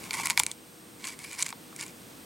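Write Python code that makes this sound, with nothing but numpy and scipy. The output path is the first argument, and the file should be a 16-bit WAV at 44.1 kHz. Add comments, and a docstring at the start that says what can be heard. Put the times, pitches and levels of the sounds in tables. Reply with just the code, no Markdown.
"""A heavy rope chain is pressed onto the steel pan of a pocket scale, let go, then nudged three times.
Sliding links rustle in a stream of tiny contacts and snap into place with dry clinks that ring the pan.
Landing weight knocks the case; the heaviest blow thuds the table. The pressing hand rumbles softly.
Close microphone, small quiet room with a faint electrical hum and whine."""
import sys
import numpy as np
from scipy import signal
from scipy.fft import rfft, irfft, next_fast_len
from scipy.io import wavfile
from scipy.ndimage import map_coordinates

SR = 44100
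rng = np.random.default_rng(int(sys.argv[2]) if len(sys.argv) > 2 else 0)


def file_out(sig):
    """Save sig as 16-bit WAV at sys.argv[1]."""
    # one column per channel
    cols = np.atleast_2d(sig).T
    # limit, then scale
    lim = np.clip(cols, -1, 1)
    pcm = np.round(lim * 32767).astype(np.int16)
    wavfile.write(sys.argv[1], SR, pcm)


N = 99225

ROOM_SPECTRUM = [(20, -30), (55, -15), (115, -5.5), (170, -2), (310, -2), (370, -5.5), (600, -10.5),
                 (2000, -15.5), (7500, -21), (16000, -23)]  # room noise: f/Hz, relative density/dB
ROOM_ENVELOPE = [(0, -44.5), (.6, -51), (2.25, -48)]  # room noise: t/s, level/dB
ROOM_COHERENCE = [(150, 0.99), (550, 0.38), (1650, 0.016), (4970, 1)]  # room noise: f/Hz, left-right correlation
MAINS_TONES = [(318, -67.5), (480, -66), (8392, -63.5), (8570, -71.5), (8629, -72)]  # electrical hum and whine: f/Hz, level/dB
WALL_DECAY = [(300, 0.092), (2000, 0.074), (10000, 0.065)]  # reverberation: f/Hz, t60/s
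WALL_GAIN = [(300, -16.5), (1000, -11), (2500, -30), (6000, -48), (12000, -52)]  # reverberation: f/Hz, gain/dB
HAND_SPECTRUM = [(20, -30), (70, -9.5), (150, 2.5), (350, -7), (700, -14.5), (2000, -61)]  # handling rumble: f/Hz, relative density/dB
TABLE_MODES = [(67.6, -51, 0.23), (124, -56, 0.11)]  # table top: f/Hz, level/dB, t60/s
CASE_MODES = [(783, -10.5, 0.017), (936, -1.5, 0.024), (1079, 0.5, 0.021), (1420, -16.5, 0.019),
              (2060, -3, 0.006), (3800, -12.5, 0.015)]  # scale case: f/Hz, gain/dB, t60/s
PAN_MODES = [(1038, -20.5, 0.051), (1436, -12, 0.015), (2242, 3.5, 0.011), (2370, -9, 0.037),
             (2600, -14, 0.0074)]  # steel pan: f/Hz, gain/dB, t60/s
CASE_KNOCKS = [(0.1398, -39, 1090), (0.1872, -36, 1120), (.1979, -27.5, 1047), (.3, -35, 1090),
               (.3762, -27.5, 1080), (.3986, -21.5, 1010), (1.5268, -33, 1070), (1.7278, -44, 1310)]  # weight or finger landing: t/s, gain/dB, strongest mode f/Hz
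RUSTLE_SPECTRUM = [(300, -21), (700, -20), (1500, -18), (2700, 2.5), (3800, -1.5), (5000, -.5),
                   (6300, -1.5), (8000, 0.5), (10000, -3.5), (12500, -11), (16000, -21)]  # sliding links: f/Hz, relative gain/dB
# sliding intensity, one table per hand move: t/s, level/dB
PRESS_SLIDE = [(0, -55.5), (.03, -50), (.065, -47), (.085, -56.5), (.125, -47), (.145, -35.5),
               (.165, -41.5), (.2, -36), (.22, -39.5), (.25, -38.5), (.265, -35.5), (.29, -43.5),
               (.312, -34), (.326, -47.5), (.365, -57), (.38, -30), (.391, -43.5), (.406, -38), (.425, -48),
               (.455, -58.5), (.485, -49.5), (.54, -58.5)]
NUDGE_1_SLIDE = [(.99, -71), (1.0, -53), (1.025, -55), (1.053, -40.5), (1.065, -47.5), (1.076, -37),
                 (1.1, -45.5), (1.14, -49.5), (1.155, -62)]
NUDGE_2_SLIDE = [(1.18, -60), (1.2, -52), (1.245, -45), (1.29, -51.5), (1.333, -44), (1.37, -53.5),
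                 (1.39, -36), (1.42, -35), (1.44, -57), (1.465, -35.5), (1.478, -53.5), (1.497, -42),
                 (1.52, -56)]
NUDGE_3_SLIDE = [(1.76, -69), (1.795, -43.5), (1.82, -39.5), (1.835, -38), (1.846, -56), (1.88, -53),
                 (1.91, -60)]
LINK_SPECTRUM = [(600, -22), (1400, -24), (2200, 1.5), (2900, 3), (4100, 8.5), (5500, -6.5), (7200, 5),
                 (10400, 1), (12200, -4), (16000, -8)]  # struck link: f/Hz, relative gain/dB
LINK_SLIPS = [ (.04, -39, 7000), (.132, -31, 9900), (0.3858, -29, 9000), (1.052, -34.5, 9500),
              (1.1905, -38, 9000), (1.3137, -39.5, 6000), (1.331, -37.5, 6850), (1.35, -42.5, 7500),
              (1.3902, -31, 6500), (1.445, -41, 7000), (1.4646, -31.5, 6500), (1.4838, -39, 6500),
              (1.5043, -38, 8000), (1.763, -37, 9050), (1.864, -41, 7700), (1.881, -43.5, 6200)]  # single links slipping: t/s, relative level/dB, f/Hz
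FREE_LINK_NOTES = [(.1083, 4440, -27), (.1319, 10620, -27), (.2578, 10640, -24.5), (.3756, 3440, -19),
                   (.3756, 4890, -22), (.3985, 3560, -22), (.3985, 7140, -15), (.4343, 10510, -22),
                   (.4651, 6040, -29), (.4651, 7070, -26), (.4651, 10270, -31), (.5149, 3410, -27),
                   (1.4254, 6210, -23), (1.5269, 3390, -36), (1.7628, 5650, -40), (1.8281, 2840, -33)]  # links hanging free for a moment: t/s, f/Hz, level/dB
# links snapping home: t/s, relative level/dB, f/Hz, treble shelf/dB, relative pan level/dB
LINK_SNAPS = [ (0.1085, -30.5, 4650, 7, -28.5), (0.1394, -29.5, 6050, -10, -35),
              (0.2576, -22, 9500, -3, -40), (0.2709, -24.5, 8500, 2, -26.5), (.3, -21, 8350, 3.5, -27),
              (0.3058, -22, 5200, -9, -27), (0.3123, -27.5, 4400, -6, -38), (0.3756, -15.3, 4500, 7, -18.5),
              (0.3945, -16.5, 7400, -5, -39), (0.3982, -14.8, 6500, 10, -26.5),
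              (0.4344, -22, 7100, -3, -34.5), (.465, -22.5, 8100, -12, -35), (.5149, -28, 7300, -9, -54),
              (1.0421, -35.5, 4120, -9, -39.5), (1.071, -29.5, 6130, -3, -42),
              (1.4252, -18.5, 7800, -10, -41.5), (1.4288, -24.5, 7300, -10, -39),
              (1.49, -33.5, 7440, 2, -49), (1.5269, -41, 3370, -12, -50), (1.8109, -31.5, 6960, -14, -41),
              (1.828, -37, 8400, -7, -42)]

LINK_GAIN_DB, LINK_T60_S = 8.5, 0.007


def amp(db):
    """Decibels to gain."""
    return 10 ** (np.asarray(db) / 20)


def unit(x):
    """Scale to rms 1."""
    return x / np.sqrt(np.mean(x ** 2) + 1e-20)


def decay(t, t60_s):
    """Exponential fall, 60 dB in t60_s."""
    return np.exp(-np.log(1000) * t / t60_s)


def along(points, hz):
    """Interpolate (f/Hz, value) rows on a log axis."""
    point_hz, values = np.transpose(points)
    return np.interp(np.log(hz + 1), np.log(point_hz + 1), values)


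def envelope(rows):
    """Gain from (t/s, level/dB) rows; ends held near the scene's edges, else silent outside."""
    times_s, db = np.transpose(rows)
    before_db = db[0] if times_s[0] < .05 else -120
    after_db = db[-1] if times_s[-1] > 2 else -120
    return amp(np.interp(np.arange(N) / SR, times_s, db, left=before_db, right=after_db))


def filtered(x, response):
    """Apply a frequency response by FFT."""
    size = next_fast_len(N + SR // 2)
    return irfft(rfft(x, size) * response(np.fft.rfftfreq(size, 1 / SR)), size)[..., :N]


def shaped(x, spectrum):
    """Filter by (f/Hz, gain/dB) rows."""
    return filtered(x, lambda hz: amp(along(spectrum, hz)))


def add(track, start_s, sound):
    """Mix a sound in at start_s."""
    part = track[max(round(start_s * SR), 0):][:len(sound)]
    part += sound[:len(part)]


def ring(modes, rise_s=0.00011, scatter_rad=1.2, scatter_db=1.33):
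    """Struck body: damped sines, phases and levels scattered per blow."""
    hz, db, t60_s = np.transpose(modes)[:, :, None]
    t = np.arange(SR // 10) / SR
    phase = scatter_rad * rng.standard_normal(hz.shape)
    gain = amp(db + rng.normal(0, scatter_db, hz.shape))
    waves = gain * decay(t, t60_s) * np.cos(2 * np.pi * hz * (t - 2 * rise_s) + phase)
    return waves.sum(0) * (1 - np.exp(-t / rise_s))


def resonate(x, modes):
    """Driven body: parallel resonators of alternating sign, output rms 1."""
    def response(hz):
        total = 0
        for k, (mode_hz, db, t60_s) in enumerate(modes):
            width_hz = np.log(1000) / np.pi / t60_s
            total += (-1) ** k * amp(db) * 1j * hz / (mode_hz ** 2 - hz ** 2 + 1j * hz * width_hz)
        return total
    return unit(filtered(x, response))


def room_tone():
    """Low murmur of air and hiss; stereo width varies with frequency."""
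    def mid_side_gain(hz):
        angle = np.arccos(np.clip(along(ROOM_COHERENCE, hz), -1, 1)) / 2
        return amp(along(ROOM_SPECTRUM, hz)) * [np.cos(angle), np.sin(angle)]
    mid, side = filtered(rng.standard_normal((2, N)), mid_side_gain)
    return envelope(ROOM_ENVELOPE) * unit(np.array([mid + side, mid - side]))


def whine(drift_ratio=0.00065):
    """Electrical hum and whine: sines sharing a slight pitch drift."""
    drift = drift_ratio * map_coordinates(rng.standard_normal(60), [np.linspace(0, 59, N)])
    warped_s = np.cumsum(1 + drift) / SR
    return sum(np.sqrt(2) * amp(db) * np.sin(2 * np.pi * hz * warped_s) for hz, db in MAINS_TONES)


def wall_reverb(x):
    """Short small-room tail, different in each channel."""
    hz, t, noise = signal.stft(rng.standard_normal((2, SR // 2)), SR, nperseg=256)
    tail = signal.istft(noise * decay(t, along(WALL_DECAY, hz)[:, None]), SR, nperseg=256)[1]
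    wet = signal.fftconvolve(x[None], tail / np.linalg.norm(tail[0]), axes=1)[:, :N]
    return shaped(wet, WALL_GAIN)


def surface_scatter(x, gain_db=-18, t60_s=.02, cutoff_hz=4000):
    """Nearby surfaces scatter a little sound to the sides."""
    t = np.arange(SR // 20) / SR
    impulse = rng.standard_normal(len(t)) * decay(t, t60_s)
    side = signal.fftconvolve(x, impulse / np.linalg.norm(impulse))[:N]
    side = amp(gain_db) * filtered(side, lambda hz: 1 / (1 + 1j * hz / cutoff_hz))
    return np.array([side, -side])


def hand_rumble(level_db=-49.5):
    """The hand rumbles softly while bearing on the chain."""
    press = envelope(PRESS_SLIDE)
    effort = (press / press.max()) ** 0.32
    return amp(level_db) * effort * unit(shaped(rng.standard_normal(N), HAND_SPECTRUM))


def table_thud(start_s=.399):
    """The heaviest blow excites the table's low modes."""
    t = np.maximum(np.arange(N) / SR - start_s, 0)
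    return sum(amp(db) * decay(t, t60_s) * np.sin(2 * np.pi * hz * t) for hz, db, t60_s in TABLE_MODES)


def case_knocks():
    """Landing weight knocks the hollow case; each knock has its own pitch."""
    out = np.zeros(N)
    strongest_hz = max(CASE_MODES, key=lambda mode: mode[1])[0]
    for start_s, db, hz in CASE_KNOCKS:
        retuned = np.array(CASE_MODES) * [hz / strongest_hz, 1, 1]
        add(out, start_s, amp(db) * ring(retuned))
    return out


def load_detune(x, depth_ratio=.035, rate_hz=40):
    """Shifting weight detunes the pan at random."""
    n = np.arange(N)
    detune = depth_ratio * np.interp(n * rate_hz / SR, n, rng.standard_normal(N))
    return map_coordinates(x, [n + np.cumsum(detune)], mode="mirror")


def spread_hz(low_hz, high_hz, count):
    """One random frequency in each of count equal bands."""
    return low_hz + (high_hz - low_hz) * (np.arange(count) + rng.random(count)) / count


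def link_contacts(kinds=32, rate_hz=1900, spread_db=4.5, note_db=-5):
    """Random tiny contacts; each kind of link has its own noise burst and short note."""
    t = np.arange(SR // 100) / SR
    sizes = amp(spread_db * np.clip(rng.standard_normal((kinds, N)), -2, 2))
    hits = (rng.random((kinds, N)) < rate_hz / kinds / SR) * sizes
    bursts = rng.standard_normal((kinds, len(t))) * decay(t, t60_s=0.0047)
    note_hz = spread_hz(4440, 11330, kinds)[:, None]
    notes = amp(note_db) * np.sin(2 * np.pi * note_hz * t) * decay(t, t60_s=0.0093)
    return signal.fftconvolve(hits, bursts + notes, axes=1).sum(0)[:N]


def chain_rustle(pan_db=-2, case_pressed_db=-3, case_nudged_db=-10):
    """Sliding links hiss and drive pan and case; the case answers more under pressure."""
    pressed = envelope(PRESS_SLIDE)
    nudged = envelope(NUDGE_1_SLIDE) + envelope(NUDGE_2_SLIDE) + envelope(NUDGE_3_SLIDE)
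    contacts = link_contacts()
    links = unit(shaped(contacts, RUSTLE_SPECTRUM))
    pan = amp(pan_db) * load_detune(resonate(contacts, PAN_MODES))
    case_drive = amp(case_pressed_db) * pressed + amp(case_nudged_db) * nudged
    return (pressed + nudged) * (links + pan) + case_drive * resonate(contacts, CASE_MODES)


def struck_link(pitch_hz, shelf_db, t60_s=LINK_T60_S, mode_count=26):
    """Link in the heap: many choked modes, boosted near its pitch; sharp contacts lift the top."""
    shelf_hz, shelf_width_hz, peak_width_oct = 10700, 160, 0.47
    hz = spread_hz(900, 16400, mode_count)
    treble_db = shelf_db / (1 + np.exp((shelf_hz - hz) / shelf_width_hz))
    peak = 0.3 + np.exp(-.5 * (np.log2(hz / pitch_hz) / peak_width_oct) ** 2)
    gain = amp(along(LINK_SPECTRUM, hz) + treble_db) * peak
    mode_db = 20 * np.log10(gain / np.linalg.norm(gain))
    return ring(np.column_stack([hz, mode_db, np.full(mode_count, t60_s)]))


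def link_ticks(pan_db=-4):
    """One link slips: a dry tick that barely rings the pan."""
    out = np.zeros(N)
    for start_s, db, pitch_hz in LINK_SLIPS:
        tick = amp(LINK_GAIN_DB) * struck_link(pitch_hz, shelf_db=-8)
        add(out, start_s, amp(db) * (tick + amp(pan_db) * ring(PAN_MODES)))
    return out


def chain_clinks(shiver_db=-24, pan_gain_db=5.5):
    """A link snaps home, its neighbours shiver, the pan rings; free links add single notes."""
    out = np.zeros(N)
    for start_s, db, pitch_hz, shelf_db, pan_db in LINK_SNAPS:
        snap = struck_link(pitch_hz, shelf_db)
        shiver = amp(shiver_db) * struck_link(pitch_hz, shelf_db, t60_s=0.06, mode_count=70)
        pan = amp(pan_db + pan_gain_db) * ring(PAN_MODES)
        add(out, start_s, amp(db + LINK_GAIN_DB) * (snap + shiver) + pan)
    note_t60_s = .011
    for start_s, hz, db in FREE_LINK_NOTES:
        add(out, start_s, ring([(hz, db, note_t60_s)]))
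    return out


def scene():
    """Chain and scale close to the microphone, plus reflections and room background."""
    low_cut = signal.butter(8, 733, "high", fs=SR, output="sos")  # the impacts are kept clear of the lows
    impacts = signal.sosfilt(low_cut, chain_clinks() + link_ticks() + case_knocks())
    direct = impacts + table_thud() + chain_rustle() + hand_rumble()
    return direct + surface_scatter(direct) + wall_reverb(direct) + room_tone() + whine()


def record(dry):
    """Brick-wall low-pass at 16 kHz."""
    return filtered(dry, lambda hz: hz < 16000)


dry = scene()
out = record(dry)
file_out(out)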